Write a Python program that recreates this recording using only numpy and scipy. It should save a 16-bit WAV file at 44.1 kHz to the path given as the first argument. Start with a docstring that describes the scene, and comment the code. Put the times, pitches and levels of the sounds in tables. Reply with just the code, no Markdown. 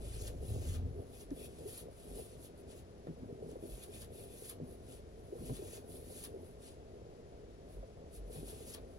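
"""At a desk in a quiet room, close up: a metal hook draws fluffy yarn through stitches.
Countless fibres slip over hook and finger as hiss and rasp; strands scrape, chafe and tick; loops snap off.
Hands shuffle, bump and knock, ringing the desk's damped modes; leaning arms make it tremble.
In the first second a far motor speeds up, drones through the walls and fades."""
import sys
import numpy as np
from scipy import signal
from scipy.fft import rfft, irfft
from scipy.io import wavfile
from scipy.ndimage import uniform_filter1d

SR = 44100
rng = np.random.default_rng(int(sys.argv[2]) if len(sys.argv) > 2 else 0)


def log_audio(samples):
    """Write samples as a 16-bit WAV file to the path given in sys.argv[1]."""
    # one column per channel
    frames = np.atleast_2d(samples).T
    # limit to full scale, then quantise
    limited = np.clip(frames, -1, 1)
    pcm = np.round(limited * 32767).astype(np.int16)
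    wavfile.write(sys.argv[1], SR, pcm)


N = 396018
TIME_S = np.arange(N) / SR

# still room, rumble and hiss: (frequency [Hz], level [dB])
ROOM_SPECTRUM = [(15, -44), (30, -15), (50, 4), (80, 1), (110, 0), (160, -6.5), (210, -6), (300, -8),
                 (410, -1.5), (520, -8), (680, -9.5), (900, -25), (1500, -36), (4000, -85)]
AIR_SPECTRUM = [(50, 27), (400, -2.5), (900, 8.5), (2000, 4), (5000, 0.5), (6200, -1.5), (7500, -5.5),
                (12000, -32), (13500, -64)]
# far motor: (time [s], firing rate [Hz], level [dB])
MOTOR_RUN = [(0, 26.73, -47), (.35, 26.56, -45), (.44, 33.6, -46.5), (.51, 35.93, -41), (.62, 39.26, -42.5),
             (.73, 41.52, -39.5), (.86, 43.67, -39), (.95, 43.8, -45), (1.06, 43.4, -57), (1.2, 43, -97)]
# its harmonics: (order [x firing rate], level [dB])
MOTOR_HARMONICS = [(1, -3), (2, 3), (3, -11), (4, -19), (6, -17.5)]

# desk top: (frequency [Hz], width [Hz], level [dB])
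DESK_MODES = [(84, 20, -2.5), (159, 14.4, -2), (256, 20, -1.5), (322.5, 47, -7), (409, 82, 0),
              (509, 111, -2.5), (608, 147, -6)]
# grip shifts, sleeve drags: (mid time [s], level [dB], half length [s])
GRIP_SHIFTS = [(0.01, -51, 0.066), (0.503, -50, 0.35), (0.998, -51, 0.028), (1.38, -53, 0.11),
               (1.66, -50.5, 0.059), (1.864, -49.5, 0.04), (2.156, -50, 0.067), (2.457, -57.5, 0.082),
               (2.715, -52, 0.05), (3.457, -52.5, 0.35), (3.916, -55, 0.031), (4.19, -55, 0.16),
               (4.63, -53.5, 0.075), (4.912, -53, 0.024), (5.44, -53.5, 0.16), (5.648, -52, 0.037),
               (5.99, -54.5, 0.27), (6.383, -52, 0.076), (7.01, -58, 0.44), (7.79, -54, 0.032),
               (8.023, -52, 0.027), (8.457, -51.5, 0.2), (8.837, -52.5, 0.082)]

# hook pulls a loop free: (release time [s], hiss [dB], build-up [s], rasp re hiss [dB])
LOOP_PULLS = [(.283, -56.5, 0.05, 1.5), (.758, -61.5, 0.19, 3.5), (1.216, -59, 0.063, -5),
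              (1.46, -58.5, 0.055, -8), (1.806, -58, 0.1, -2.5), (2.457, -59.5, 0.032, -5),
              (2.793, -67.5, 0.052, 1), (3.845, -61.5, 0.12, -1), (4.027, -59, 0.1, -3.5),
              (4.51, -56, 0.13, -7), (5.772, -58.5, 0.19, -1), (6.252, -55, 0.13, -5.5),
              (8.745, -58.5, 0.11, -1.5)]
# yarn slides and stops: (mid time [s], hiss [dB], half length [s], scuff re hiss [dB])
YARN_SLIDES = [(.068, -62, 0.037, 3.5), (.158, -62, 0.041, 5), (.481, -59.5, 0.037, -5),
               (.99, -74, 0.077, -13), (1.155, -62.5, 0.024, -4.5), (1.38, -61.5, 0.039, -6),
               (1.582, -71, 0.072, 6.5), (1.715, -54.5, 0.038, -7.5), (2.081, -66, 0.12, -1),
               (2.207, -57.5, 0.046, -6), (2.32, -69.5, 0.046, 6.5), (2.593, -70.5, 0.022, -6),
               (2.71, -69.5, 0.02, 9.5), (3.22, -81.5, 0.29, -3), (3.491, -72, 0.042, 4),
               (3.703, -59, 0.054, -20), (3.955, -58.5, 0.024, -3.5), (4.194, -59, 0.046, -8),
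               (4.34, -75, 0.026, -2), (4.711, -68.5, 0.05, -13), (4.916, -64, 0.052, 1.5),
               (5.262, -77.5, 0.1, -13), (5.462, -60, 0.062, -3), (5.563, -63, 0.023, 3),
               (5.94, -58, 0.045, -10), (6.455, -72.5, 0.097, -4), (6.67, -65.5, 0.044, 5.5),
               (7.735, -72.5, 0.036, 0), (8.162, -61, 0.024, -3), (8.365, -58, 0.045, -2),
               (8.487, -58.5, 0.036, -2.5), (8.56, -65, 0.062, 3), (8.685, -56, 0.021, -5),
               (8.92, -75.5, 0.078, 1)]
# fibres sliding over hook and finger: (frequency [Hz], level [dB])
HISS_SPECTRUM = [(1500, -42), (2700, -15.5), (4400, -4), (6200, -12), (7300, -4.5), (8200, -4.5),
                 (9000, 4.5), (10800, 4), (12000, -0.5), (13500, -15), (15600, -12.5)]
# hook forcing a stitch open: (frequency [Hz], level [dB])
RASP_SPECTRUM = [(500, -19), (1200, -11), (1900, -10.5), (2600, -1.5), (4500, 1), (5600, 1.5), (7500, 7),
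                 (9000, 0.5), (10500, -4), (14000, -11)]
# yarn dragged over skin and shaft: (frequency [Hz], level [dB])
SCUFF_SPECTRUM = [(500, -17), (1200, -12.5), (1900, -13), (2600, -2), (4500, 1), (5600, -0.5), (6700, -0.5),
                  (8200, 8.5), (10500, -1), (14000, -28)]
# taut strand on the hook: (mid time [s], level [dB], half length [s], pitch [Hz])
STRAND_SCRAPES = [(0.213, -54, 0.019, 6750), (0.275, -52, .005, 5040), (1.163, -66, .014, 6670),
                  (1.211, -62, .008, 6000), (5.762, -63, .012, 7000), (6.247, -54, .007, 4300),
                  (8.69, -61, .017, 5500), (8.74, -56, .01, 4600)]
# loop catches, slips off: (time [s], level [dB], rise [s], decay [s], snap re hiss [dB])
LOOP_SNAGS = [(.215, -50, 0.0036, .006, -19), (.27, -46.5, 0.0083, 0.005, -11),
              (0.737, -59, 0.0049, 0.039, 18), (1.205, -61, 0.0017, 0.0061, -3),
              (1.772, -47, .006, 0.021, -19), (3.825, -51.5, 0.013, 0.011, -23),
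              (4.015, -50, 0.0053, 0.0084, -7), (4.487, -42.5, 0.012, 0.0034, -12),
              (4.505, -60, 0.0036, .014, 6), (5.563, -51, 0.0034, 0.0055, -10),
              (5.757, -61, 0.0065, 0.017, -7), (6.237, -37.5, 0.0017, 0.0016, -13),
              (6.243, -48.5, 0.0065, 0.0088, -8.5), (8.739, -42.5, 0.0034, 0.0034, -7.5),
              (8.7474, -42, .0005, 0.0011, -12), (8.756, -62.5, 0.016, 0.015, 16)]
# plucked loop: (frequency [Hz], level [dB])
SNAP_SPECTRUM = [(400, -11), (1150, 1.5), (2000, -3.5), (4000, 6), (7000, -3.5), (14000, -8)]

# skin judders on the desk: (time [s], level [dB], pitch [Hz], length [s], roughness [0-1])
SKIN_BUMPS = [(0.427, -37, 432, 0.013, 0.22), (0.954, -47, 412, 0.063, 0.14),
              (1.313, -34, 292, 0.023, 0.16), (1.654, -40, 417, 0.024, 0.17), (1.882, -44, 430, .014, 0.26),
              (2.187, -40.5, 443, 0.014, 0.04), (2.219, -43, 420, .01, 0.1), (3.22, -47, 240, .03, 0.6),
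              (3.289, -43.5, 410, 0.017, 0.05), (3.424, -37, 440, 0.0094, 0),
              (3.458, -43.5, 418, .01, 0.13), (3.49, -43, 473, 0.0093, 0.2), (3.526, -46, 333, 0.022, 0.45),
              (3.556, -40, 395, 0.019, 0.39), (3.637, -43, 303, 0.015, 0.35),
              (3.652, -40.5, 350, 0.01, 0.17), (3.889, -44, 414, 0.028, 0.16),
              (4.421, -42, 470, 0.012, 0.15), (5.324, -37, 410, 0.019, 0.21),
              (5.353, -41.5, 410, 0.024, 0.33), (5.382, -44, 229.8, 0.089, 0.65),
              (5.494, -41, 337, 0.043, 0.76), (5.591, -39, 398, 0.017, 0.1),
              (5.622, -38.5, 374, 0.0092, 0.39), (6.339, -44.5, 415, 0.036, 0.25),
              (7.829, -44, 570, 0.016, 0.44), (8.358, -46.5, 250.6, 0.066, 0.68),
              (8.38, -44, 154, 0.04, 0.05)]
# skin landing: (frequency [Hz], level [dB])
THUD_SPECTRUM = [(60, -10), (150, -20), (600, 7), (1000, -3), (2200, -20), (4000, -48)]
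# taut yarn along the shaft: (mid time [s], level [dB], half length [s])
SHAFT_CHAFES = [(1.154, -68, .015), (1.422, -61, 0.041), (1.75, -68, .04), (3.634, -73, .025),
                (3.737, -67, 0.024), (3.826, -63, .012), (3.948, -61, .023), (4.187, -67, 0.047),
                (4.33, -68, 0.048), (5.665, -67, .035), (8.38, -68, .02)]
# chafe resonances: (frequency [Hz], width [Hz], level [dB])
CHAFE_BANDS = [(2610, 270, 0.5), (3490, 360, 1.5), (4500, 380, -4.5), (5160, 450, -6), (7450, 500, -3)]
# hook clicks: (time [s], level [dB], centre [Hz], decay [s])
HOOK_TICKS = [(1.3064, -48.5, 4500, 0.00054), (3.07, -57.5, 1300, 0.0022), (3.083, -72, 1700, .008),
              (3.227, -74, 1500, .012), (3.515, -48, 7000, .0004), (4.0454, -46, 5970, .0006),
              (6.2402, -42, 9000, .0008), (8.748, -44, 7500, 0.00078)]
# desk sways under the arms: (mid time [s], level [dB], frequency [Hz], half length [s])
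DESK_SWAYS = [(1.318, -47.5, 42.3, 0.038), (2.147, -44, 49.2, 0.03), (3.741, -42, 48.4, 0.018),
              (5.522, -46.5, 48.6, 0.066), (7.8, -43.5, 47, 0.034), (8.241, -41.5, 47, 0.043),
              (8.452, -48.5, 48.6, 0.058), (8.827, -50, 51.7, 0.039)]
# dull knocks of hand and hook: (time [s], jerk peak [dB], centre [Hz], stutter length [s])
HAND_KNOCKS = [(3.0712, -39.5, 340, .003), (3.086, -41.5, 171, .034), (3.234, -45, 220, .003),
               (3.261, -44.5, 189, .003), (3.328, -41.5, 159, .003), (3.628, -41.5, 258, .014),
               (4.602, -42.5, 300, .003), (4.615, -41.5, 158, .032), (5.498, -39, 232, .003),
               (5.507, -36.5, 120, .033), (8.353, -49, 240, .003), (8.432, -38.5, 233, .003)]

# tone of the diffuse stereo wash, full mids, hollow near 8 kHz: (frequency [Hz], gain [dB])
WASH_EQ = [(1500, 11.0), (3500, 4.0), (6000, -7), (8200, -16), (11000, -5.5)]
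# shading of the right microphone port: (frequency [Hz], gain [dB])
RIGHT_PORT_EQ = [(300, -0.5), (1200, -2), (2000, -2), (3300, -8.5), (4500, -6), (6000, -4), (8000, -0.5),
                 (10000, 0)]


def undb(db):
    """Decibels to gain."""
    return 10 ** (np.asarray(db) / 20)


def unit(x):
    """Scale to rms 1."""
    return x / np.sqrt(np.mean(x ** 2))


def colour(x, spectrum):
    """Filter by (frequency [Hz], gain [dB]) points."""
    hz, db = np.transpose(spectrum)
    bins_hz = np.maximum(np.fft.rfftfreq(x.shape[-1], 1 / SR), 1)
    return irfft(rfft(x) * undb(np.interp(np.log(bins_hz), np.log(hz), db)), x.shape[-1])


def resonate(x, hz, width_hz):
    """One damped resonance."""
    return signal.lfilter(*signal.iirpeak(hz, hz / width_hz, fs=SR), x)


def drift(rate_hz):
    """Smooth random curve, rms 1."""
    step = int(SR / rate_hz)
    held = rng.standard_normal(N // 40)[np.arange(N) // step]
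    return unit(uniform_filter1d(uniform_filter1d(held, step), step))


def add(track, time_s, sound):
    """Mix a sound in at time_s."""
    i = max(int(time_s * SR), 0)
    track[i:i + len(sound)] += sound[:N - i]


def swell(mid_s, half_s):
    """Gaussian envelope: a movement speeds up, then slows."""
    return np.exp(-((TIME_S - mid_s) / half_s) ** 2 / 2)


def tug(free_s, build_s, release_s=0.024):
    """Envelope of a pull: grows until the loop is free, then dies quickly."""
    build = (np.maximum(free_s - TIME_S, 0) / build_s) ** 1.6 / 2
    return np.exp(-build - np.maximum(TIME_S - free_s, 0) / release_s)


def slips(per_s, spread_db=1.2):
    """Friction: tiny impulses of random time and size."""
    hits = rng.random(N) < per_s / SR
    return hits * rng.standard_normal(N) * undb(spread_db * np.minimum(rng.exponential(size=N), 5))


def fibres(per_s, spectrum):
    """Fibre slips filtered to a spectrum, rms 1."""
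    return unit(colour(slips(per_s), spectrum))


def room_tone(level_db=-54.5):
    """Low rumble of air, swelling slightly."""
    return unit(colour(rng.standard_normal(N), ROOM_SPECTRUM)) * undb(level_db + 0.76 * drift(rate_hz=13))


def air(level_db=-63):
    """Thin steady hiss, independent at each port."""
    return unit(colour(rng.standard_normal((2, N)), AIR_SPECTRUM)) * undb(level_db)


def motor(rumble_hz=81.4, rumble_width_hz=46, mode_hz=107.2, mode_width_hz=6.8, flutter_db=2.4):
    """Far motor: low orders and rumble pass the walls; a harmonic crossing a room mode booms."""
    times_s, rates_hz, levels_db = np.transpose(MOTOR_RUN)
    firing_hz = np.interp(TIME_S, times_s, rates_hz) * (1 + 0.016 * drift(rate_hz=26.2))
    phase = 2 * np.pi * np.cumsum(firing_hz) / SR
    drone = unit(sum(undb(db + flutter_db * drift(rate_hz=22)) * np.sin(order * phase)
                     for order, db in MOTOR_HARMONICS))
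    rumble = resonate(rng.standard_normal(N), rumble_hz, rumble_width_hz)
    rumble = unit(resonate(rumble, rumble_hz, 2 * rumble_width_hz))
    boom = resonate(resonate(drone, mode_hz, mode_width_hz), mode_hz, 4 * mode_width_hz)
    return undb(np.interp(TIME_S, times_s, levels_db)) * (drone + undb(-4) * rumble + undb(13.5) * boom)


def desk(push, cutoff_hz=780):
    """The desk top rings in damped modes and absorbs treble."""
    ring = sum((-1) ** k * undb(db) * resonate(push, hz, width_hz)
               for k, (hz, width_hz, db) in enumerate(DESK_MODES))
    return signal.sosfilt(signal.butter(4, cutoff_hz, fs=SR, output="sos"), ring)


def shuffle(fidget_db=-62):
    """Skin and sleeves drag in small jerks that keep the desk ringing."""
    shift_power = sum((undb(db) * swell(mid_s, half_s)) ** 2 for mid_s, db, half_s in GRIP_SHIFTS)
    return unit(desk(slips(per_s=600))) * np.sqrt(undb(fidget_db) ** 2 + shift_power)


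def stroke_powers(strokes, envelope):
    """Summed power of yarn strokes: fine hiss, coarse catches."""
    fine, coarse = np.zeros((2, N))
    for time_s, db, length_s, coarse_db in strokes:
        power = (undb(db) * envelope(time_s, length_s)) ** 2
        fine += power
        coarse += power * undb(coarse_db) ** 2
    return fine, coarse


def yarn(held_hiss_db=-81.5, held_scuff_db=-78, firm_pull_db=-56, ply_db=0.68, grip_db=1.42):
    """Fibres slip more densely under a harder pull; plies and grip make it uneven."""
    pull_power, rasp_power = stroke_powers(LOOP_PULLS, tug)
    slide_power, scuff_power = stroke_powers(YARN_SLIDES, swell)
    hiss_rms = np.sqrt(undb(held_hiss_db) ** 2 + pull_power + slide_power)
    effort = hiss_rms / undb(firm_pull_db)
    slips_per_s = 20000 * np.minimum(effort, 2) ** 0.37
    catches_per_s = 0.85 * slips_per_s
    hiss = fibres(slips_per_s, HISS_SPECTRUM) * hiss_rms
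    rasp = fibres(catches_per_s, RASP_SPECTRUM) * np.sqrt(rasp_power)
    scuff = fibres(catches_per_s, SCUFF_SPECTRUM) * np.sqrt(undb(held_scuff_db) ** 2 + scuff_power)
    return undb(ply_db * drift(rate_hz=110) + grip_db * drift(rate_hz=33)) * (hiss + rasp + scuff)


def scrapes(width_ratio=0.75):
    """Taut strands catch on the hook: a grainy band, pitched per stroke."""
    catches = slips(per_s=2500)
    out = np.zeros(N)
    for mid_s, db, half_s, hz in STRAND_SCRAPES:
        band = resonate(resonate(catches, hz, width_ratio * hz), hz, width_ratio * hz)
        out += undb(db) * swell(mid_s, half_s) * unit(band)
    return out


def snags():
    """A taut loop lets go: a shower of fibre slips plus a duller snap."""
    t = TIME_S[:SR // 6]
    bright, dull = np.zeros((2, N))
    for time_s, db, rise_s, decay_s, snap_db in LOOP_SNAGS:
        envelope = np.minimum(t / rise_s, np.exp(np.minimum(rise_s - t, 0) / decay_s))
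        release = undb(db) * envelope / np.hypot(1, undb(snap_db))
        add(bright, time_s, release)
        add(dull, time_s, release * undb(snap_db))
    return bright * fibres(18000, HISS_SPECTRUM) + dull * fibres(15000, SNAP_SPECTRUM)


def bumps(wander_hz=176, attack_s=0.00062, thud_decay_s=0.0092):
    """Skin lands with a thud, then sticks and slips in uneven cycles; the desk rings faintly."""
    t = TIME_S[:SR // 6]
    judder, landing = np.zeros((2, N))
    for time_s, db, hz, length_s, roughness in SKIN_BUMPS:
        wander = unit(uniform_filter1d(rng.standard_normal(len(t)), size=200))
        phase = 2 * np.pi * np.cumsum(hz + roughness * wander_hz * wander) / SR
        touch = undb(db) * (1 - np.exp(-t / attack_s))
        add(judder, time_s, touch * np.exp(-(t / length_s) ** 3) * np.sin(phase))
        add(landing, time_s, roughness ** 2 * touch * np.exp(-t / thud_decay_s))
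    thud = landing * unit(colour(rng.standard_normal(N), THUD_SPECTRUM))
    return judder + undb(2) * thud + undb(-13) * desk(judder)


def chafes():
    """Yarn chafing along the hook rings a few broad resonances."""
    catches = slips(per_s=6000)
    body = sum(undb(db) * resonate(resonate(catches, hz, width_hz), hz, 3 * width_hz)
               for hz, width_hz, db in CHAFE_BANDS)
    return unit(body) * sum(undb(db) * swell(mid_s, half_s) for mid_s, db, half_s in SHAFT_CHAFES)


def ticks(width_ratio=0.94):
    """The hook hits a nail or a strand snaps over its tip: one tiny broadband crack."""
    t = TIME_S[:SR // 20]
    out = np.zeros(N)
    for time_s, db, hz, decay_s in HOOK_TICKS:
        fall = np.exp(-t / decay_s)
        crack = resonate(rng.standard_normal(len(t)) * fall, hz, min(width_ratio * hz, SR / 3))
        add(out, time_s, undb(db) * crack * np.linalg.norm(fall) / np.linalg.norm(crack))
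    return out


def sways():
    """Leaning arms set the desk trembling for a few deep cycles."""
    return sum(undb(db) * swell(mid_s, half_s) * np.sin(2 * np.pi * hz * (TIME_S - mid_s))
               for mid_s, db, hz, half_s in DESK_SWAYS)


def knocks(jerk_count=9, gap_s=0.00684, gap_scatter=0.25):
    """Each jerk pushes and pulls the desk once; a stutter is several at uneven gaps."""
    lead_s = (SR // 200) / SR
    t = TIME_S[:SR // 6, None] - lead_s
    push = np.zeros(N)
    for time_s, db, hz, stutter_s in HAND_KNOCKS:
        gaps_s = gap_s * np.exp(gap_scatter * rng.standard_normal(jerk_count))
        starts_s = np.cumsum(gaps_s) - gaps_s[0]
        phase = 2 * np.pi * hz * (t - starts_s)
        jerks = phase * np.exp((1 - phase ** 2) / 2)  # one column per jerk, peak 1
        fade = np.exp(-(starts_s / stutter_s) ** 4)
        add(push, time_s - lead_s, undb(db) * jerks @ fade)
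    ring = sum(undb(db) * resonate(push, hz, width_hz) for hz, width_hz, db in DESK_MODES)
    return push + undb(1.5) * ring


def near_ports(x, lag_samples=8):
    """A source on the right reaches the left port later."""
    return np.array([np.roll(x, lag_samples), x])


def stereo_wash(x, t60_s=0.13, early_decay_s=0.013, pattern_count=8):
    """Diffuse wash of short, shifting echoes, different at each port: full mids, hollow near 8 kHz."""
    t = TIME_S[:SR // 5]
    envelope = (undb(-60 * t / t60_s) + 0.71 * np.exp(-t / early_decay_s)) * (t > .0005)
    weights = np.array([drift(rate_hz=140) for _ in range(pattern_count)])
    weights /= np.linalg.norm(weights, axis=0)
    wet = np.zeros((2, N))
    for weight in weights:
        tail = rng.standard_normal((2, len(t))) * envelope
        tail /= np.linalg.norm(tail, axis=1, keepdims=True)
        wet += signal.oaconvolve((x * weight)[None], tail, axes=1)[:, :N]
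    return colour(wet, WASH_EQ)


def low_ports(x, lag_samples=14, turn_rad=0.31, echo_db=-19, echo_decay_s=0.054):
    """Low sound reaches the left port late and phase-shifted; wall echoes differ between ports."""
    t = TIME_S[:SR // 4]
    tail = rng.standard_normal(len(t)) * np.exp(-t / echo_decay_s) * (t > .01)
    side = undb(echo_db) * signal.oaconvolve(x, tail / np.linalg.norm(tail))[:N]
    left = np.roll(irfft(rfft(x) * np.exp(-1j * turn_rad), N), lag_samples)
    return np.array([left + side, x - side])


def scene():
    """Yarn and hook close by, dull sounds through the desk, the room behind."""
    wool = yarn() + snags()
    hook = scrapes() + chafes() + ticks()
    direct = near_ports(undb(-0.5) * wool + hook)
    wash = undb(-1) * stereo_wash(wool + undb(-4) * hook)
    low = room_tone() + motor() + shuffle() + bumps() + sways() + knocks()
    return direct + wash + low_ports(low) + air()


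def record(dry):
    """Microphone: right port shaded in the presence range, steep cut at the top."""
    cutoff_hz = 15800
    shaded = np.array([dry[0], colour(dry[1], RIGHT_PORT_EQ)])
    return signal.sosfilt(signal.ellip(10, .2, 80, cutoff_hz, fs=SR, output="sos"), shaded)


dry = scene()
out = record(dry)
log_audio(out)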